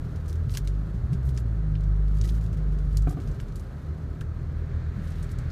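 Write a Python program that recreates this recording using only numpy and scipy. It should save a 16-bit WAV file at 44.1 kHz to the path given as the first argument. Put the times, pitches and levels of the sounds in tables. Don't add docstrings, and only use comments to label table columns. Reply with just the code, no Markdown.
import sys
import numpy as np
from scipy import signal
from scipy.fft import rfft, irfft
from scipy.io import wavfile
from scipy.ndimage import uniform_filter1d

SR = 44100
rng = np.random.default_rng(int(sys.argv[2]) if len(sys.argv) > 2 else 0)


def persist_wave(psi):
    counts = np.round(np.clip(psi, -1, 1) * 32767).astype(np.int16)
    wavfile.write(sys.argv[1], SR, np.atleast_2d(counts).T)


def makeup_ratio(level_db):
    decades = np.asarray(level_db, float) / 20
    return 10 ** decades


N = 242991
T = np.arange(N) / SR

# time in seconds, firing rate in Hz, load in dB.
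ENGINE_RUN = [(0, 39.77, -6), (.34, 39.17, -16), (.72, 49.14, 0.5), (.92, 54.24, -3.5), (1.12, 65.74, -1.5),
              (1.28, 65.97, 1), (1.49, 54.5, 0.5), (1.7, 51.35, 0.5), (2.09, 50.35, 1.5), (2.36, 54.12, 2),
              (2.49, 53.98, -2), (2.7, 49.45, 0.5), (2.9, 49.16, -1), (3.06, 50.15, 3), (3.19, 49.3, -15),
              (3.685, 35.12, -30), (3.99, 39.07, -17), (5.51, 40.95, -7)]


def curve(rows):
    s, *columns = np.transpose(rows)
    return [np.interp(T, s, column) for column in columns]


def evened(x):
    return x / np.sqrt(np.mean(x ** 2) + 1e-20)


def add(mix, s, sound):
    part = mix[round(s * SR):][:len(sound)]
    part += sound[:len(part)]


def coloured(x, points):
    hz, db = np.transpose(points)
    f = np.fft.rfftfreq(len(x), 1 / SR)
    gain_db = np.interp(np.log(f + 1), np.log(hz), db, -120, -120)
    return irfft(rfft(x) * makeup_ratio(gain_db), len(x))


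def drift(top_hz):
    t = T[::128]
    rates = np.geomspace(top_hz / 20, top_hz, num=20)
    slow = sum(np.sin(2 * np.pi * (f * t + rng.random())) / np.sqrt(f) for f in rates)
    return np.interp(T, t, evened(slow))


def hump(centre, length):
    return np.cos(np.pi * np.clip((T - centre) / length, -.5, .5))


def ring(hz, t60, rise):
    t = np.arange(round(.3 * SR)) / SR
    return makeup_ratio(-60 * t / t60) * (1 - np.exp(-t / rise)) * np.sin(2 * np.pi * hz * t)


def banded(noise, hz, spread):
    away = np.log2(np.fft.rfftfreq(len(noise), 1 / SR) / hz + 1e-9) / spread
    away = np.where(away < 0, 0.49 * away, away)
    gain = np.exp(-.5 * away ** 2) + 0.17 * np.exp(-.12 * away ** 2)
    return evened(irfft(rfft(noise) * gain, len(noise)))


def fuzzy(hz, width):
    r = np.exp(-np.pi * width / SR)
    poles = [1, -2 * r * np.cos(2 * np.pi * hz / SR), r * r]
    return evened(signal.lfilter([1, 0, -1], poles, rng.standard_normal(N)))


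def hiss():
    # frequency in Hz, level in dB per Hz.
    cabin = [(170, -3), (190, -9.5), (267, -14), (398, -14.5), (626, -19.5), (846, -26), (1310, -24.5),
             (1700, -28.5), (2150, -34.5), (2900, -45.5), (4200, -44), (5000, -52), (7000, -55.5),
             (15600, -78.5)]
    idle_hz, growl_db_per_hz, throb_share = 40, 0.27, 0.071
    firing_hz = curve(ENGINE_RUN)[0]
    fan = np.clip((T - 4.12) / 0.96, 0, 1)
    level_db, bright_db = -58.5 + 1.5 * fan, 7 * fan
    growl_db = 0.5 + growl_db_per_hz * np.clip(firing_hz - idle_hz, 0, 12)
    air = coloured(rng.standard_normal(N), cabin)
    air = air / np.std(coloured(air, [(900, 0), (2200, 0)]))
    top = signal.sosfilt(signal.butter(2, 1400, "high", fs=SR, output="sos"), air)
    low = coloured(air, [(150, 0), (340, 0), (450, -30)])
    gusts_db = .7 * drift(16)
    throb = 1 + throb_share * np.cos(2 * np.pi * np.cumsum(firing_hz) / SR)
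    wash = air + (makeup_ratio(bright_db) - 1) * top + (makeup_ratio(growl_db) - 1) * low
    return throb * makeup_ratio(level_db + gusts_db) * wash


def hums():
    # frequency in Hz, width in Hz, level in dB.
    panel_modes = [(254.8, 12, -59.5), (330.8, 7.7, -62), (398.3, 12, -57.5), (786, 48, -79),
                   (1287, 44, -66), (1446, 40, -71.5), (1600, 54, -70.5), (1768, 38, -77),
                   (4200, 330, -77.5), (6200, 1200, -79.5)]
    return sum(makeup_ratio(db) * fuzzy(hz, width) for hz, width, db in panel_modes)


def whines():
    # time in seconds, frequency in Hz, level in dB.
    motor = [(0, 170, -67), (2.3, 187, -54), (2.7, 183.8, -47.5), (3.4, 190.8, -48), (4.2, 199, -52),
             (5.51, 205.4, -56)]
    panel = [(0, 266, -57.5), (3.75, 262.6, -85), (3.95, 268.9, -47), (4.15, 268, -48.5), (4.3, 281, -81),
             (5.51, 280.2, -72)]
    out = 0
    for hz, db in curve(motor), curve(panel):
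        out = out + makeup_ratio(db + 1.1 * drift(6.7)) * np.sin(2 * np.pi * np.cumsum(hz) / SR)
    return out


def rumble():
    # frequency in Hz, level in dB per Hz.
    body_colour = [(22, -42), (36, -3.5), (45, 1), (75, -4.5), (100, -3), (155, -3.5), (180, -24.5),
                   (260, -21)]
    # frequency in Hz, width in Hz.
    air_mode = (73.7, 3.3)
    # time in seconds, roughness of the ground in dB, shudder of the body in dB.
    ground = [(0, -3, -5), (.4, 3, 3.5), (.8, -4, 0.5), (1.1, -5, 4.5), (1.4, -1, 0.5), (2, 1, 1.5),
              (2.5, 3.5, -0.5), (2.9, -3, 0.5), (3.15, 8, 3.5), (3.45, 6, 3), (3.7, -8, -1.5),
              (3.9, -10, -1), (4.2, 1, 0.5), (4.6, 7.5, -1), (5, 6, -2.5), (5.51, 9, 1.5)]
    rough_db, shudder_db = curve(ground)
    body_db, boom_db = -36 + shudder_db, -46 + rough_db
    body = evened(coloured(rng.standard_normal(N), body_colour))
    boom = coloured(fuzzy(*air_mode), [(45, -25), (62, 0), (86, 0), (120, -25)])
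    return makeup_ratio(body_db + 0.51 * drift(13)) * body + makeup_ratio(boom_db) * boom


def bumps():
    # start in seconds, peak in dB, frequency in Hz, 60 dB decay time in seconds.
    thuds = [(0.059, -14, 165, 0.043), (0.083, -25, 102, 0.066), (0.13, -20, 129, .05),
             (.47, -8, 119, 0.057), (.475, -26, 200.1, .06), (1.032, -12, 68, 0.12),
             (1.12, -20.5, 176, 0.14), (3.069, -16.5, 143, 0.043), (3.28, -19, 137.6, 0.12),
             (2.9, -24, 74.4, .049), (3.47, -21, 82.03, 0.12), (3.581, -22.5, 78, 0.23),
             (4.75, -33, 215, 0.063), (4.975, -38, 255, 0.041), (4.977, -17, 190, 0.06)]
    out = np.zeros(N)
    for s, db, hz, t60 in thuds:
        add(out, s, makeup_ratio(db) * ring(hz, t60, 0.0068))
    return out


def rustle():
    # time in seconds, cloth level in dB.
    movement = [(0, -64), (.6, -66), (.95, -66), (1.3, -67.5), (1.87, -69), (2.13, -66), (2.36, -61.5),
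                (2.56, -67), (3.16, -63.5), (3.83, -66.5), (4.85, -72), (5.03, -64.5), (5.22, -58.5),
                (5.34, -70), (5.51, -66)]
    # frequency in Hz, level in dB per Hz.
    cloth = [(1500, -8), (3000, 0.5), (5000, -4), (8000, -9), (12000, -11.5), (15500, -12.5)]
    # start in seconds, length in seconds, level in dB, centre in Hz.
    strokes = [(0.27, 0.044, -59, 8000), (0.475, 0.13, -55, 6400), (0.565, 0.031, -48, 8000),
               (.643, .014, -61, 6000), (0.676, 0.026, -64, 5500), (1.115, .03, -66, 5500),
               (1.23, 0.1, -60, 10000), (1.338, 0.033, -63, 5000), (1.367, 0.046, -59.5, 7000),
               (2.131, 0.074, -64, 6484), (2.236, 0.038, -55, 7000), (2.27, 0.051, -55.5, 7000),
               (2.313, 0.095, -63, 7000), (2.402, 0.067, -66, 7040), (2.972, 0.02, -64, 9000),
               (3.06, 0.077, -60, 8000), (3.116, 0.034, -68, 5000), (3.402, .02, -61, 8000),
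               (3.272, 0.071, -72, 6490), (3.561, 0.063, -64, 7960), (5.008, 0.14, -65, 6920),
               (5.224, 0.043, -72, 7510), (5.292, 0.037, -62, 8500)]
    slips_per_s, grain_s = 300, 0.0068
    slips = makeup_ratio(2.6 * np.minimum(rng.exponential(1, N), 5)) * (rng.random(N) < slips_per_s / SR)
    grain = 1.4 + evened(signal.lfilter([1], [1, -np.exp(-1 / (grain_s * SR))], slips))
    brush = evened(coloured(grain * rng.standard_normal(N), cloth))
    out = makeup_ratio(curve(movement)[0] - 2.5) * brush
    fibres = evened(grain) * rng.standard_normal(N)
    for s, length, db, hz in strokes:
        stroke = banded(fibres[round(s * SR):][:round(length * SR)], hz, 1.0)
        add(out, s, makeup_ratio(db) * stroke * signal.windows.tukey(len(stroke), .7))
    return out


def tick(db, hz, t60, spread, crack_db, rise, floor_hz):
    noise, lumps = rng.standard_normal((2, 4096))
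    t, f = np.arange(4096) / SR, np.fft.rfftfreq(4096, 1 / SR)
    scrape = makeup_ratio(-60 * t / t60 + 1.2 * evened(uniform_filter1d(lumps, size=90)))
    burst = makeup_ratio(crack_db - 60 * t / 0.0048)
    tail = makeup_ratio(-13 - 60 * t / 0.15)
    shape = (burst + scrape + tail) * (1 - np.exp(-t / rise))
    blow = 1. * (np.arange(4096) == 40)
    crack = banded(blow, hz, 0.84 * spread)
    thin = irfft(rfft(banded(noise, hz, spread)) * f ** 4 / (f ** 4 + floor_hz ** 4), 4096)
    return makeup_ratio(db - 13.0) * (shape * thin + makeup_ratio(crack_db + 13.0) * crack / crack.max())


def cloth_ticks():
    # start in seconds, peak in dB, centre in Hz, 60 dB decay time in seconds.
    creases = [(.1715, -58, 5000, .03), (0.281, -40.5, 6800, .06), (.2885, -44, 7500, .05),
               (0.303, -43, 7500, 0.036), (.3085, -52, 6500, .03), (.3561, -43.5, 5600, .04),
               (.5565, -42, 4500, .03), (.5865, -46, 5000, 0.031), (.5915, -51, 8000, 0.018),
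               (.946, -49, 4420, .05), (1.2291, -49, 6500, .03), (1.3652, -40, 5000, 0.025),
               (1.3855, -46, 4500, .03), (1.4014, -48, 9000, 0.038), (2.1854, -42, 6000, .03),
               (2.246, -38, 5000, 0.028), (2.254, -33.5, 5600, .03), (2.2645, -48, 5000, .025),
               (2.274, -38, 8000, .035), (2.277, -38, 3700, .03), (2.29, -31, 4200, 0.034),
               (2.304, -50, 6000, .03), (2.321, -46, 7000, .03), (2.349, -45, 5860, .05),
               (2.6157, -52, 4077, 0.054), (2.7217, -51, 6953, 0.049), (2.9282, -47, 6993, 0.038),
               (2.953, -45, 8000, 0.02), (3.022, -38.5, 6502, 0.033), (3.093, -35, 7050, 0.036),
               (3.1095, -38, 8720, .02), (3.113, -48, 9000, 0.022), (3.126, -43, 6500, .04),
               (3.236, -49, 6500, 0.023), (3.2838, -48, 5500, .03), (3.313, -43, 5000, .04),
               (3.3215, -51, 5530, .03), (3.522, -47, 4980, 0.03), (3.5959, -41, 6960, 0.031),
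               (5.0734, -43, 4122, .04), (5.1038, -43, 7000, .03), (5.227, -37, 7210, 0.05),
               (5.243, -44, 6500, 0.032), (5.2915, -42, 4165, .03), (5.315, -38, 7530, 0.045),
               (5.3858, -34.5, 6570, 0.029), (5.5014, -40.5, 4203, 0.052)]
    out = np.zeros(N)
    for s, db, hz, t60 in creases:
        add(out, s, tick(db, hz, t60, spread=0.5, crack_db=-1, rise=0.0013, floor_hz=2980))
    return out


def trim_ticks():
    # start in seconds, peak in dB.
    clip_ticks = [(0.1584, -45), (0.259, -48), (0.516, -40), (0.539, -34), (0.549, -31.5), (.650, -47),
                  (0.695, -56), (.7447, -57), (1.1312, -39), (1.29, -43), (1.807, -49.5), (1.836, -49.5),
                  (1.845, -61), (1.908, -59), (2.081, -51), (2.146, -49), (2.17, -47), (2.239, -37.5),
                  (2.411, -46), (2.4398, -47), (2.4625, -47), (2.5295, -44.5), (2.571, -46), (2.787, -47.5),
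                  (3.201, -44), (3.2185, -49), (3.274, -44.5), (3.346, -50), (3.4008, -43.5),
                  (3.483, -48.5), (5.12, -44.5)]
    # start in seconds, peak in dB, centre in Hz, spread in octaves, first crack in dB.
    sharp_ticks = [(0.2967, -46, 5570, 0.31, 10.5), (0.3282, -39.5, 4300, 0.97, 6),
                   (0.495, -45.5, 4270, 0.56, 11), (0.5721, -25.5, 4900, 0.64, 7.5),
                   (0.5727, -36, 12000, 0.27, 10), (.674, -33, 5570, 0.59, 0), (1.375, -32, 4900, 0.55, 2),
                   (1.7533, -40.5, 3400, 0.37, -1), (2.213, -33.5, 5840, 0.45, 7),
                   (2.295, -45.5, 4200, 0.21, 11), (2.971, -30.5, 6450, 0.38, 5.5),
                   (2.9712, -38.5, 12000, 0.34, 6), (2.973, -40, 7000, 0.97, 10),
                   (3.557, -36.5, 7400, 0.53, -6), (4.2097, -40.5, 4200, 1.1, 3)]
    rise, floor_hz = 0.00028, 1500
    out = np.zeros(N)
    for s, db, hz, spread, crack_db in sharp_ticks:
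        add(out, s, tick(db, hz, 0.048, spread, crack_db, rise, floor_hz))
    for s, db in clip_ticks:
        add(out, s, tick(db, 4500, 0.074, 0.76, 1.5, rise, floor_hz))
    return out


def snaps():
    # start in seconds, peak in dB, frequency in Hz, 60 dB decay time in seconds.
    plastic = [(0.551, -36, 2700, 0.013), (0.553, -42, 1110, .02), (.5712, -47, 2840, 0.022),
               (0.5708, -38, 1650, 0.037), (0.5727, -42, 1140, .025), (.572, -46, 2100, .02),
               (.6748, -49, 2200, .015), (0.6742, -39, 4100, 0.014), (1.1318, -51, 2000, .02),
               (1.3767, -49, 1800, 0.049), (1.754, -52, 2200, 0.026), (2.2465, -50.5, 1970, 0.084),
               (2.9697, -46, 1890, 0.015), (3.0692, -48, 1764, 0.014), (3.0704, -42, 1140, 0.051),
               (3.0705, -42, 1302, .03), (3.071, -57, 2900, 0.018), (3.073, -48, 2420, .03),
               (3.079, -50, 1555, 0.046), (3.1038, -52, 1170, 0.036), (3.17, -45, 1200, 0.027),
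               (3.1992, -52.5, 2250, 0.028), (3.4, -47, 7190, .012), (3.4002, -40, 2793, 0.0099),
               (3.4015, -39, 1600, .012), (4.2085, -48, 6200, .012), (4.211, -34, 3000, 0.0055),
               (4.2125, -33.5, 1620, .014), (4.215, -47, 6090, .008), (4.2168, -36, 1400, .012),
               (4.2215, -44, 1740, 0.027)]
    out, t = np.zeros(N), np.arange(2048) / SR
    for s, db, hz, t60 in plastic:
        crack = banded(rng.standard_normal(2048), hz, 0.23)
        add(out, s, makeup_ratio(db + 1.5) * ring(hz, t60, 0.00084))
        add(out, s, makeup_ratio(db - 5.5 - 60 * t / t60) * (1 - np.exp(-t / 0.00019)) * crack)
    return out


def lever_knocks():
    # start in seconds, peak in dB, share of the high modes in dB, pitch factor, rise in seconds.
    blows = [
        (3.071, -19.5, 0, 1.0, 0.0018),
        (3.104, -28, 4, 1.02, 0.0035),
        (3.125, -30, 0, 1.06, 0.0033),
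        (3.170, -23.5, -1, .99, 0.0039),
        (3.186, -24.5, -7, 0.99, 0.0025),
    ]
    # frequency in Hz, level in dB, 60 dB decay time in seconds.
    modes = [(281, 5.5, 0.068), (353, -4.5, 0.12), (400, -5.5, 0.086), (716, -0.5, 0.046),
             (900, -23, 0.031), (1186, -11.5, 0.052), (1510, -24, .06)]
    out, t = np.zeros(N), np.arange(2048) / SR
    for s, db, bright_db, pitch, rise in blows:
        body = sum(makeup_ratio(level + bright_db * (hz > 550)) * ring(hz * pitch, t60, rise) for hz, level, t60 in modes)
        crack = banded(rng.standard_normal(2048), 1400, 0.71)
        add(out, s, makeup_ratio(db - 7.0) * body)
        add(out, s, makeup_ratio(db + bright_db - 32.0 - 60 * t / 0.18) * (1 - np.exp(-t / 0.0011)) * crack)
    return out


def engine():
    # multiple of
    # the firing rate, level in dB.
    weak_lines = [(1.5, -57), (3.5, -52), (5, -60), (6, -64.5), (8, -71), (10, -65.5)]
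    # frequency in Hz, level in dB.
    carry = [(38, -23), (49, -24), (66, -33.5), (80, -33), (105, -35), (130, -31), (156, -37), (200, -60)]
    load_shares = [1.62, 0.37, 0.71, 0.3]
    # centre in seconds,
    # level in dB, multiple, length in seconds.
    surges = [(0.167, -31, 2, 0.06), (0.26, -32, 2, 0.059), (0.38, -29.5, 2, 0.19), (0.519, -25, 2, 0.035),
              (0.686, -51, 3, 0.21), (.81, -36, 1, .12), (0.953, -36.5, 3, 0.032), (1.124, -22, 2, 0.023),
              (1.26, -31, 1, 0.088), (1.749, -38.5, 3, 0.32), (1.93, -38.5, 2, 0.12),
              (2.05, -35.5, 1, 0.47), (2.232, -34, 2, 0.092), (2.48, -44.5, 3, 0.32), (2.52, -48, 2, 0.031),
              (2.715, -50, 3, 0.42), (2.859, -37, 1.5, 0.16), (2.969, -35.5, 2, 0.087),
              (3.089, -29, 3, 0.052), (3.16, -35, 3, 0.061), (3.298, -28.5, 1, 0.095),
              (3.479, -32.5, 1, 0.14), (3.908, -32.5, 2, 0.1), (4.08, -36.5, 2, 0.13),
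              (4.2, -49, 1.5, 0.49), (4.28, -34, 2, .11), (4.463, -37, 2, 0.13), (4.496, -44, 1, 0.77),
              (4.38, -42, 3, 0.36), (5.153, -49.5, 4, 0.33), (4.627, -33.5, 2, 0.14),
              (4.765, -31, 2, 0.059), (4.891, -35, 2, 0.098), (4.974, -33, 3, 0.072), (5.092, -37, 2, 0.12),
              (5.203, -37, 2, 0.058), (5.322, -39, 2, 0.062), (5.497, -35, 2, 0.048)]
    # centre in seconds, change in dB, multiple, length in seconds.
    lulls = [(.1, -3, 1, .25), (1.073, -7.5, 2, 0.078), (2.32, -4, 2, 0.17), (2.76, -13, 2, 0.34),
             (3.381, 0, 3, .2), (3.62, -11, 4, .3), (3.7, -10, 1, 0.29)]
    hz, load_db = curve(ENGINE_RUN)
    carry_hz, carry_db = np.transpose(carry)
    lines = []
    for k, share in enumerate(load_shares, start=1):
        carried_db = np.interp(np.log(k * hz), np.log(carry_hz), carry_db)
        lines.append((k, share * load_db + carried_db))
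    phase = 2 * np.pi * np.cumsum(hz) / SR + .06 * drift(12)
    out = 0
    for k, db in lines + weak_lines:
        surge = sum(makeup_ratio(top_db) * hump(s, length) for s, top_db, m, length in surges if round(2 * m) == 2 * k)
        lull_db = sum(low_db * hump(s, length) for s, low_db, m, length in lulls if round(m) == k)
        level = makeup_ratio(db + lull_db + 1.2 * drift(14)) + surge
        out = out + np.sqrt(2) * level * np.cos(k * phase + .6 + .25 * drift(5))
    return out


def scene():
    background = hiss() + hums() + whines() + rumble() + bumps()
    near = rustle() + cloth_ticks() + trim_ticks() + snaps() + lever_knocks()
    return (background + near + engine())[None]


def top_cut(x):
    return signal.sosfilt(signal.butter(12, 15660, fs=SR, output="sos"), x)


def record(dry):
    limited = signal.oaconvolve(dry, signal.firwin(301, 15250, fs=SR)[None], "same")
    limited = limited * np.clip(np.minimum(T, T[::-1]) / .003 + .3, 0, 1)
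    return top_cut(limited)


dry = scene()
out = record(dry)
persist_wave(out)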